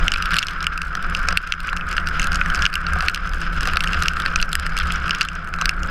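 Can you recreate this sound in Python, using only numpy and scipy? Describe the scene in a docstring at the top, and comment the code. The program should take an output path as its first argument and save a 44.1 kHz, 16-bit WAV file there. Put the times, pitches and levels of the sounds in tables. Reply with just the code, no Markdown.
"""The wheels of a drift trike roar down a wet road at night, heard close from on board: one microphone
in a waterproof camera case. The roar rings the hollow case, the asphalt rumbles, the water film hisses.
Water thrown up by the front tyre smacks the case, right at the microphone. Bumps knock the frame and
loose fittings clack. Underneath, the rough road shakes the mount and wind buffets the case."""
import sys
import numpy as np
from scipy import signal
from scipy.fft import rfft, irfft
from scipy.io import wavfile
from scipy.ndimage import uniform_filter1d

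SR = 44100
rng = np.random.default_rng(int(sys.argv[2]) if len(sys.argv) > 2 else 0)


def wrap_up_sound(samples):
    """Save the sound to the file named by the first command line argument, as 16-bit audio."""
    columns = np.atleast_2d(samples).T
    # keep every value between -1 and 1, then stretch to whole-number steps
    tamed = np.clip(columns, -1, 1)
    steps = np.round(tamed * 32767).astype(np.int16)
    wavfile.write(sys.argv[1], SR, steps)


N = 260190

# How hard the wheels grind and how much water they throw up: t/s, roar level/dB, spray level/dB
WHEEL_LEVELS = [(0.0, -25.5, -39.5), (0.12, -27, -37.5), (0.25, -25, -39), (0.36, -24, -32.5),
                (0.5, -26.5, -39.5), (0.85, -31, -44), (1.13, -27, -42.5), (1.28, -25, -37.5),
                (1.42, -29, -43.5), (1.62, -30.5, -44.5), (1.9, -27, -40.5), (2.25, -26, -37.5),
                (2.48, -24, -37.5), (2.63, -23, -37.5), (2.79, -23.5, -40), (2.95, -25, -39),
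                (3.06, -24, -34), (3.16, -30, -41), (3.38, -31, -41.5), (3.72, -27, -36),
                (3.89, -26, -37.5), (4.25, -26, -38.5), (4.5, -31.5, -40.5), (4.64, -31, -42.5),
                (4.8, -25.5, -36), (5.01, -29, -39), (5.15, -25.5, -38.5), (5.31, -32.5, -46.5),
                (5.52, -32.5, -48), (5.63, -26.5, -40), (5.78, -29.5, -46), (5.9, -29, -43)]
# The roar as it sounds inside the hollow case: f/Hz, level/dB
ROAR_SPECTRUM = [(500, -67), (850, -42), (1000, -17.5), (1150, -9), (1300, 0.5), (1400, 1), (1580, 0),
                 (1800, -12.5), (2000, -16), (2400, -16), (4000, -49)]
# The water film under the tyres: f/Hz, level/dB
WATER_SPECTRUM = [(1300, -17), (2000, -2), (2400, -1.5), (2750, 2.5), (3300, -2.5), (3850, -9.5),
                  (4150, -8), (4650, -14.5), (5000, 1), (5400, -12), (7000, -21.5), (14000, -39),
                  (16000, -70)]
def wheels(grit, swell):
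    """Close by, tyres grind over wet grit: the roar rings the case's cavity and the water film hisses."""
    roar = coloured(noise() * gain_of(2 * grit), ROAR_SPECTRUM)
    hiss = coloured(noise() * gain_of(3 * grit - 1.5 * wander(250)), WATER_SPECTRUM)
    roar *= gain_of(1 + 0.3 * swell) * level(WHEEL_LEVELS)
    hiss *= gain_of(3.5 * swell) * level(WHEEL_LEVELS, column=2)
    return roar + hiss


# The roughness of the asphalt passing under the trike: t/s, rumble level/dB
ROAD_LEVELS = [(0.0, -35.5), (0.12, -36), (0.22, -42.5), (0.35, -39), (0.5, -42), (0.8, -46.5), (1.05, -41),
               (1.33, -40.5), (1.43, -47.5), (1.6, -46), (1.8, -42), (2.3, -38), (2.62, -38), (2.76, -40),
               (3.0, -38), (3.2, -43), (3.7, -38), (4.0, -38.5), (4.3, -39.5), (4.6, -43), (4.8, -39.5),
               (5.1, -39.5), (5.27, -45), (5.45, -43.5), (5.9, -38.5)]
# Its rumble at the microphone: f/Hz, level/dB
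ROAD_SPECTRUM = [(60, -21), (130, 10.5), (230, 5), (350, 3), (600, -1.5), (900, 0), (1500, 4), (4000, -56)]
def road_rumble(grit, swell):
    """The tyres rumble over the asphalt below, louder where it is rough."""
    rumble = coloured(noise() * gain_of(grit), ROAD_SPECTRUM)
    return gain_of(0.3 * swell) * level(ROAD_LEVELS) * rumble


# Resonances of the case around the microphone, all four: f/Hz, width/Hz, level/dB
HOLLOW_MODES = [(1400, 60, 0.18), (1534, 660, -1.1)]  # the cavity's hollow ring
WALL_MODES = [(2347, 770, 16), (2710, 180, 25.5), (3040, 250, -2)]  # the ring of the wall
SNAP_MODES = [(4350, 1400, 1), (5100, 180, 9.5), (6090, 420, 0)]  # the snap of the shell
FIZZ_MODES = [(7800, 1100, 0), (10500, 3000, -3), (13000, 2000, -12)]  # the fizz on top
def drop(hollow_db, snap_db, fizz_db, wall_hz, snap_hz, splash=0.62):
    """A drop bursts on the case; the spot it hits sets the pitch of the wall and of the shell."""
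    t = np.arange(1024) / SR
    burst = splash * (np.exp(-t / 0.0011) + gain_of(-25) * np.exp(-t / 0.0087))
    force = (t == 0) + burst * noise(len(t))
    force = signal.sosfilt(butter(3, 1150, "high"), force)  # the stiff case passes little bass
    detune = 1 + 0.06 * rng.uniform(-0.91, 1)
    parts = [(HOLLOW_MODES, hollow_db, detune),
             (WALL_MODES, 0, wall_hz / WALL_MODES[1][0]),
             (SNAP_MODES, snap_db, snap_hz / SNAP_MODES[1][0]),
             (FIZZ_MODES, snap_db + fizz_db, detune)]
    out = 0
    for k, (modes, db, stretch) in enumerate(parts):
        band_hz = [modes[0][0] * stretch * 0.83, min(modes[-1][0] * stretch * 1.18, 0.45 * SR)]
        sound = signal.sosfilt(butter(2, band_hz), ring(force, modes, stretch))
        polarity = (-1) ** k  # neighbouring modes swing in opposite senses
        out += polarity * gain_of(db) * sound / rms(sound[t < 0.004])
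    return out


# Drops that smack the case one by one, from hard smacks to faint ticks: t/s, wall level/dB, hollow/dB re wall,
# # snap/dB re wall, fizz/dB re snap, wall f/Hz, shell f/Hz
TIMED_DROPS = [(0.0812, -5, -18, -11, -19, 2720, 5700), (0.119, -7.5, -4.5, -2.5, -8, 2920, 5360),
               (0.1385, -13.5, -1, 1, -6, 2700, 4530), (0.1426, -15, -13.5, -6.0, -12.5, 2350, 4060),
               (0.16, -12, -3, -17, -7.0, 2570, 5100.0), (0.1737, -27, -4, -3, 1, 2700, 5000),
               (0.182, -27, -4, -1, -1, 2600, 4900), (0.224, -15.5, -3, -2, -3.5, 2780, 4960),
               (0.2571, -21.5, -2, 1, -2, 2860.0, 4500.0), (0.3077, -25.5, 3, 1, -3, 2700, 4820),
               (0.3355, -20.5, 4, -12, 9, 3400, 4720.0), (0.342, -13.5, 0, -7.5, 1, 2940, 5640.0),
               (0.358, -22, 1, 2, -8, 2600, 4500), (0.367, -13.5, 0, -1, 0, 2600, 4200),
               (0.386, -5.5, -15, -5.5, -1.5, 2700, 4370), (0.391, -13, -14, 5, -7.0, 2670, 5140),
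               (0.421, -23, -7, 0, -16, 2800.0, 4560), (0.4279, -8.5, -8, -11, -3, 2740, 5500),
               (0.4346, -16, -7, -12.5, -3, 2840.0, 5490.0), (0.469, -25.5, -4, 10, -8, 2560, 5200),
               (0.4844, -15.5, -16, -7, -6, 2900, 4970.0), (0.6058, -33.5, 3, 9.5, -20, 2880, 4070),
               (0.6277, -28.5, -11.5, 6.5, -6, 3170, 5360), (0.6432, -20.5, -15, -5, -8, 2800, 5040),
               (0.668, -8.5, -7, -15.5, 6, 2870, 5060), (0.7772, -21, -4, -5, 1, 2600, 4900),
               (0.8177, -18.5, -3, -5.5, -1, 2600, 4800), (0.9522, -27, 10.5, 5.5, -5, 3170, 4760),
               (1.0993, -38, -4, -6, 15, 2700, 4960), (1.1494, -11, -12, -8, -7, 2730, 4900),
               (1.1717, -28.5, -4, 3, -10, 2700, 5100), (1.1921, -35, -10, 2.5, 2, 2600, 4900),
               (1.2865, -13.5, -2.5, 3, -15, 2470, 5500), (1.326, -25.5, 3, 4, -8, 2800, 4900),
               (1.3732, -4.5, -10, -9, 1.5, 2700, 4350), (1.4743, -34, -4, 6, 0.5, 2700, 5070),
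               (1.5228, -7, -10, -7, -10, 2770, 4980), (1.5381, -19.5, 2.5, -10, -11, 2600, 5860.0),
               (1.6036, -29.5, -7.5, 2.5, 1, 2710.0, 4280), (1.6821, -26, 9.5, -12, -5, 2270, 5000),
               (1.69, -17.5, -21.0, -27, -8.0, 2800, 5700), (1.7298, -38, 23.5, 6, -3, 2540.0, 4100),
               (1.7662, -27.5, 0, 1, 0, 2600, 5000), (1.772, -21.5, -12, -7, -7, 2700, 4970),
               (1.8105, -22, -6, -22, -16, 2610, 4800), (1.913, -30, -7.0, 2, 2, 2670.0, 4470),
               (1.9166, -27, 2, -4, -12, 2680, 4900), (1.9282, -25.5, -4, -1, -2, 2760, 5070),
               (1.967, -21, 3, -2.5, -7, 2600, 4950), (1.9802, -14, 3.5, -11, -13, 2710.0, 4350.0),
               (2.072, -21.5, 4, 2, -7, 2820, 4630), (2.087, -26, 5, -2, 1, 2700, 5040),
               (2.1965, -12, -20.0, -5, -6, 2660, 6130), (2.2176, -19, -12, -0.5, -17, 2780, 6400),
               (2.229, -20, -14, -0.5, -5, 2710.0, 4940), (2.237, -27, -10.5, -3, -10, 2700, 4850),
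               (2.2431, -19, -17, -8.5, 7, 2660, 5460), (2.271, -24, -12, -6, 9, 3250.0, 5000),
               (2.319, -25, 5, 4.5, -8, 2850, 4870), (2.331, -24, -6, 0, -4, 2700, 5300),
               (2.3459, -27, 1, 8, -11, 2520.0, 5250), (2.357, -20.5, 4.5, 3.5, -5, 2900, 5560.0),
               (2.4136, -12, 3, -25, -16, 2480, 5100), (2.46, -25, 12, -2, -2, 2700, 4900),
               (2.501, -21, -5, -4.5, -4, 3000, 5140), (2.5475, -18.5, -9, 1, -5, 2540, 5330),
               (2.556, -28.5, -3, 7.5, -3, 2700, 5060), (2.5618, -26, 2, 0, -10, 2840, 5300),
               (2.5917, -25.5, -5, 0, -18, 2760.0, 4820.0), (2.6224, -14.5, -4, 0, -12, 2830, 5530.0),
               (2.654, -6, -23, -9.5, -21, 2850, 5500), (2.6636, -5.5, -1.5, -6, -12, 2860, 5000),
               (2.7293, -20.5, -1, -3, -5, 2700, 4290.0), (2.7402, -17.5, -12, 3.5, -3, 2500, 4800),
               (2.755, -7, -21, -12.5, 6.5, 2730, 5200), (2.8667, -21, 5, 3, -24, 2750, 4460),
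               (2.9349, -33, 8.5, 4.5, 6.5, 2700, 4930), (3.0068, -18.5, 2, -0.5, -10.5, 2590, 4800),
               (3.0242, -29, 10, 3, -2, 2600, 4700), (3.0841, -8, -5, -3, -9, 2660, 4300),
               (3.0973, -21.5, 4.5, -4, 5, 2680, 4960), (3.1463, -14, -17, 0, -1.5, 2950, 5100),
               (3.1596, -21, -3, -5.5, -4, 2750, 5000), (3.1757, -26, 7, -5.5, -9, 2630, 4770),
               (3.2934, -38.5, -4, 7, 0, 2700, 5100), (3.3351, -26.5, 4.5, -4, -3, 2800, 4860),
               (3.608, -25, 3, 4.5, -5, 2860, 5350), (3.6315, -26, -12, 4, 0, 2500, 5000),
               (3.655, -21.5, 5.5, -4, -1, 2730, 5000), (3.6736, -21, 5, 3.5, -1.5, 2670.0, 4900),
               (3.6895, -20, -10, -13, -13, 2780, 4900), (3.735, -23.5, 8, -1.5, 2.5, 2540.0, 4040),
               (3.7586, -27, 0, 3, -10, 3170.0, 4500.0), (3.7706, -11.5, 2.5, -2, -7.5, 2590, 4420),
               (3.8063, -11.5, -26, -8, -1, 2710.0, 4560), (3.8382, -18, -8, -5.5, 2.5, 2750, 5000),
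               (3.8422, -23, 9, -2, -1, 3400, 4750), (3.874, -14, -11, -9, -12.0, 2790, 5430),
               (3.9325, -14, -14, -8, -4, 2780, 5000), (3.945, -23.5, 5, -1, -9, 2680, 4570),
               (4.0236, -21, 8.5, 5.5, -1, 2750, 4800), (4.035, -25, -9, 4, -1, 2700, 5100),
               (4.0584, -17.5, -2, -9.5, -2, 2720, 4970.0), (4.0831, -7, -19.0, -3, -10.5, 2810, 5350),
               (4.135, -26, 2, -4, 3, 2680, 4970), (4.168, -24.5, 10.5, -4, -4, 2670, 4060),
               (4.2008, -22.5, 8, -2.5, 3, 3300, 4840), (4.2206, -29.5, 2.5, 5, -8, 3060, 4630),
               (4.261, -17.5, 6.5, 2, -10, 2660, 4400), (4.359, -9.5, -4.5, -1.5, -13, 2480, 5080),
               (4.4, -15.5, -17.5, -20, -6, 2800, 4100), (4.4154, -31, -2.5, 8.5, 3, 3380.0, 4130),
               (4.4268, -13, -6, 2, -14, 2640, 4770), (4.53, -17, -2, -4, 8.5, 3300, 4260),
               (4.5534, -16, 5, 0, 8, 2870, 5000), (4.5977, -31.5, 10, 8.5, 2.5, 2670, 4600),
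               (4.6652, -25, 8.5, 2.5, -1, 2700, 5000), (4.7679, -18.5, -10, -3.5, -1, 2310, 5200),
               (4.777, -16.5, -12.5, -2.5, -4.5, 2720, 4940), (4.788, -23.0, -10.5, -3, 9, 3480, 4700),
               (4.8005, -18.5, -21, -2, -14.5, 2560, 4120), (4.81, -24, -2, -11, -20.5, 3250, 4200),
               (4.82, -24, -8, -9, -16, 2500, 4200), (4.9051, -16.5, -9, -22.5, -7.5, 2600, 5070),
               (4.922, -23.5, -4, -3, 9.5, 3360, 4950), (4.9586, -26, -9, 2.5, -13.5, 2880, 5660),
               (5.0802, -20.5, -7.5, -9, -2.5, 2630, 4930), (5.0946, -22, 6, -2, -3, 2650, 4900),
               (5.1085, -8.5, -19, -5.5, -13.5, 2840, 5240), (5.149, -19.5, -17.5, -3.5, -3, 2880, 5470),
               (5.2106, -7.5, -8.5, -7, -4.5, 2650, 5160), (5.2157, -10, 1, 2, -16, 2800, 4800),
               (5.23, -38.5, 4, 19.5, -9, 2710.0, 5400), (5.2507, -23, 2, -5, 3, 3300, 4100),
               (5.2865, -17, -20, -5, -30, 2800, 6150), (5.539, -21, 2.5, -5.5, -3.5, 2570, 5000),
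               (5.6137, -17, 1.5, 0.5, -9, 2820, 6060), (5.6566, -14.5, 0.5, 5, -4.5, 2730, 4570),
               (5.6929, -7, -7.5, -3, -4.5, 2686, 5100), (5.8328, -26, -19, 2, -6, 2820, 5600)]
def timed_drops():
    """Drops off the front tyre smack the case one by one, right at the microphone, from hard smacks to faint
    ticks."""
    out = np.zeros(N)
    for s, db, hollow_db, snap_db, fizz_db, wall_hz, snap_hz in TIMED_DROPS:
        smack = drop(hollow_db, snap_db, fizz_db - 1, wall_hz, snap_hz, splash=0.15)
        add(out, s, gain_of(db - 3) * smack)
    return out


def spatter(db=-37, usual_per_s=15):
    """Middling drops land on the case at uneven intervals, more often where more spray flies."""
    out = np.zeros(N)
    drops_due = np.cumsum(usual_per_s * wetness() ** 1.7) / SR
    draws = rng.uniform(-1.1, 1, (int(drops_due[-1]), 7))
    for k, (jitter, size, hollow, snap, fizz, *spot) in enumerate(draws):
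        tick = drop(5 * hollow, 5 * snap - 1, 5 * fizz - 2, *spot_pitches(*spot))
        add(out, np.searchsorted(drops_due, k + jitter) / SR, gain_of(db + 3 * size) * tick)
    return out


def fine_spray(db=-53, spots=36, usual_per_s=190):
    """Tiny drops patter on the case in clumps, thicker and louder where more water flies."""
    out = np.zeros(N)
    clumps = unit_rms(gain_of(5 * wander(30)))
    per_s = usual_per_s * wetness() ** 0.61 * clumps
    for hollow, snap, fizz, *spot in rng.uniform(-1.8, 1, (spots, 5)):
        size = gain_of(3.5 * np.minimum(rng.exponential(1, N), 2.5))
        hits = size * (rng.random(N) < per_s / spots / SR)
        tick = drop(6 * hollow - 3, 5 * snap + 2, 6 * fizz, *spot_pitches(*spot))
        out += signal.oaconvolve(hits, tick)[:N]
    return gain_of(db) * wetness() ** 0.35 * out


# Bumps that knock the frame: t/s, level/dB, chatter decay/s
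BUMPS = [(0.951, -37, 0.0064), (1.283, -29.5, 0.014), (1.322, -31, 0.0073), (1.729, -33, 0.0029),
         (2.961, -27, 0.0029), (3.021, -27.5, 0.028), (3.673, -27, 0.0069), (3.757, -39, 0.004),
         (4.258, -38, 0.0053), (5.62, -37, 0.007)]
# Resonances of the trike's frame: f/Hz, width/Hz, level/dB
FRAME_MODES = [(565, 51, 2), (733, 58, 7.5), (900, 370, -20.5), (1270, 230, 10.5)]
def frame_knocks():
    """A bump makes the joints chatter, and the frame rings dully, close to the case."""
    out, t = np.zeros(N), np.arange(8192) / SR
    for s, db, decay_s in BUMPS:
        chatter = noise(len(t)) * np.exp(-t / decay_s)
        knock = signal.sosfilt(butter(2, [450, 1500]), ring(chatter, FRAME_MODES))
        add(out, s, gain_of(db) * knock / rms(knock[t < 0.02]))
    return out


# Loose fittings striking the frame: t/s, level/dB, f/Hz
FITTING_HITS = [(1.7311, -16.5, 1210), (2.6427, -12, 1580), (5.5865, -15, 1320), (5.6113, -15, 1270),
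                (5.6201, -10.5, 1260), (5.6432, -20, 1400)]
# Resonances of a metal fitting: f/Hz, width/Hz, level/dB
FITTING_MODES = [(2160, 400, 5), (4000, 200, 8)]
def fitting_clacks(peak_s=0.00142, clink_db=-15, clink_decay_s=0.0032):
    """Nearby, loose fittings clack against the frame: a few hollow cycles and a thin metal clink."""
    out, t = np.zeros(N), np.arange(1024) / SR
    envelope = (t / peak_s) ** 2 * np.exp(2 - 2 * t / peak_s)
    for s, db, hz in FITTING_HITS:
        clack = envelope * np.sin(2 * np.pi * hz * t)
        clink = ring(noise(len(t)) * np.exp(-t / clink_decay_s), FITTING_MODES)
        clink *= gain_of(clink_db) / rms(clink[t < 0.004])
        add(out, s, gain_of(db) * (clack + clink))
    return out


# Dips in the road that swing the mount: t/s, sway level/dB
ROAD_DIPS = [(1.29, -31), (2.6, -24.5), (2.93, -18.5), (3.02, -26), (3.71, -28), (3.99, -20), (4.42, -22.5),
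             (4.6, -28.5), (4.859, -24.5), (5.02, -34), (5.88, -33)]
# The mount's lowest resonance: f/Hz, width/Hz, level/dB
SWAY_MODES = [(66.8, 5.3, 0)]
def mount_sway(db=-33.5, dip_width_s=0.028):
    """Rough asphalt keeps the mount swaying under the microphone; dips in the road swing it harder."""
    t = np.arange(N) / SR
    swing = gain_of(db) * roughness() ** 0.72
    for s, dip_db in ROAD_DIPS:
        jolt = gain_of(dip_db - 1) * np.exp(-0.5 * ((t - s) / dip_width_s) ** 2)
        swing = np.hypot(swing, jolt)
    spectrum = [(45, -23), (61, -2), (74, -3.5), (100, -31), (1000, -80)]  # f/Hz, level/dB
    sway = swing * steadied(coloured(ring(noise(), SWAY_MODES), spectrum), seconds=0.38)
    return signal.sosfiltfilt(butter(2, [55, 82]), sway)  # the heavy mount swells and settles slowly


# The mount's higher resonances: f/Hz, width/Hz, level/dB
SHUDDER_MODES = [(166, 9.4, 6), (524, 38, -16.5), (693, 38, -13)]
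def mount_shudder(db=-34):
    """The road keeps the mount's higher resonances ringing, louder on rough asphalt."""
    spectrum = [(60, 21), (150, -3), (190, 1), (300, -14.5), (600, 1), (800, -10), (2000, -13)]
    shudder = coloured(ring(noise(), SHUDDER_MODES), spectrum)
    return gain_of(db) * roughness() ** 1.01 * steadied(shudder, seconds=0.36)


# Wind on the case: t/s, level/dB
WIND_LEVELS = [(0.0, -19), (0.26, -27), (0.34, -31.5), (0.6, -32.5), (0.93, -32), (1.1, -24.5),
               (1.3, -26.5), (1.45, -32), (2.05, -29), (2.18, -24.5), (2.6, -25), (2.7, -26.5),
               (3.2, -30.5), (3.35, -25), (4.3, -29), (4.41, -22), (4.52, -30), (4.8, -25), (5.15, -35),
               (5.55, -33), (5.67, -25), (5.9, -29)]
# Its deep buffeting at the microphone: f/Hz, level/dB
WIND_SPECTRUM = [(3, -11), (11, 2.5), (28, 0.5), (36, 3.5), (48, -19), (90, -25.5), (200, -62), (500, -62)]
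def wind():
    """Eddies push directly on the case."""
    eddies = steadied(coloured(noise(), WIND_SPECTRUM), seconds=0.12)
    return gain_of(1.5) * level(WIND_LEVELS) * eddies


# The hiss behind everything: f/Hz, level/dB
HISS_SPECTRUM = [(3000, -10), (5000, 0), (8000, 2), (10000, -2), (12600, -3), (12950, 14), (13400, -3),
                 (14500, -14), (16000, -45)]
def faint_hiss(db=-63):
    """A faint steady hiss with a thin sizzle on top."""
    return gain_of(db) * coloured(noise(), HISS_SPECTRUM)


def spot_pitches(wall_spot, shell_spot, spread=0.12):
    """The pitches in Hz of wall and shell at one spot on the case."""
    return 2750 * (1 + spread * wall_spot), 5100 * (1 + spread * shell_spot)


def wetness(usual_db=-39):
    """How much spray flies, relative to usual."""
    return level(WHEEL_LEVELS, column=2) / gain_of(usual_db)


def roughness(usual_db=-38):
    """How rough the asphalt is, relative to usual."""
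    return level(ROAD_LEVELS) / gain_of(usual_db)


def gain_of(db):
    """Decibels to amplitude."""
    return 10 ** (np.asarray(db) / 20)


def rms(x):
    """Root mean square."""
    return np.sqrt(np.mean(x ** 2) + 1e-20)


def unit_rms(x):
    """Scales to rms 1."""
    return x / rms(x)


def noise(samples=N):
    """White noise."""
    return rng.standard_normal(samples)


def level(rows, column=1):
    """One dB column of a curve, as a gain for every sample."""
    rows = np.asarray(rows)
    return gain_of(np.interp(np.arange(N) / SR, rows[:, 0], rows[:, column]))


def add(mix, s, sound):
    """Mixes a sound in at s seconds."""
    part = mix[max(0, round(s * SR)):][:len(sound)]
    part += sound[:len(part)]


def butter(order, hz, kind="band"):
    """Filter sections with a flat passband."""
    return signal.butter(order, hz, kind, fs=SR, output="sos")


def coloured(x, spectrum):
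    """Filters by (f/Hz, level/dB) points; rms 1."""
    hz, db = np.transpose(spectrum)
    bins = np.fft.rfftfreq(N, 1 / SR)
    response = gain_of(np.interp(np.log(bins + 0.1), np.log(hz), db))
    return unit_rms(irfft(rfft(x) * response, N))


def wander(hz):
    """Random drift up to about this rate; rms 1."""
    bins = np.fft.rfftfreq(N, 1 / SR)
    return unit_rms(irfft(rfft(noise()) / (1 + (bins / hz) ** 4), N))


def ring(force, modes, stretch=1):
    """Sends a force through parallel resonances, their pitches scaled by stretch."""
    out = 0
    for hz, width, db in modes:
        b, a = signal.iirpeak(min(hz * stretch, 0.45 * SR), hz / width, SR)
        out += gain_of(db) * signal.lfilter(b, a, force)
    return out


def steadied(x, seconds):
    """Takes the slow swells out of a narrow noise, leaving its fast beating."""
    return x / np.sqrt(uniform_filter1d(x ** 2, int(seconds * SR) + 1) + 1e-12)


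def limiter(x, threshold_db=-3.5, recovery_db_per_s=28, attack_s=0.0016):
    """Lets the first cycles of a smack through, ducks, and recovers slowly."""
    fall_db = np.arange(N) / SR * recovery_db_per_s
    peak_db = np.maximum.accumulate(20 * np.log10(abs(x[0]) + 1e-6) + fall_db) - fall_db
    excess_db = np.maximum(peak_db - threshold_db, 0)
    pole = np.exp(-1 / (attack_s * SR))
    return x / gain_of(signal.lfilter([1 - pole], [1, -pole], excess_db))


def scene():
    """On board the trike, everything reaches one microphone through the case."""
    grit, swell = wander(hz=78), wander(hz=7)  # grains and patches of asphalt under the tyres
    rolling = wheels(grit, swell) + road_rumble(grit, swell)
    hiss = faint_hiss()
    water = timed_drops() + spatter() + fine_spray()
    shaking = frame_knocks() + fitting_clacks() + mount_sway() + mount_shudder()
    return (rolling + water + shaking + wind() + hiss)[None]


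# What the case lets through to the microphone: f/Hz, level/dB
CASE_RESPONSE = [(20, 1.5), (12000, -12.5), (14000, -18), (15200, -21), (16500, -31)]
def record(dry):
    """The case dulls the top, the limiter ducks, the hardest smacks overload; the band ends at 16.3 kHz."""
    case_db = np.interp(np.fft.rfftfreq(N, 1 / SR), *np.transpose(CASE_RESPONSE))
    muffled = irfft(rfft(dry) * gain_of(case_db), N)
    ducked = limiter(muffled)
    soft_clipped = ducked / (1 + ducked ** 8) ** (1 / 8)
    lowpass = signal.firwin(255, 16300, window=("kaiser", 9), fs=SR)
    return signal.oaconvolve(soft_clipped, lowpass[None], "same")


dry = scene()
out = record(dry)
wrap_up_sound(out)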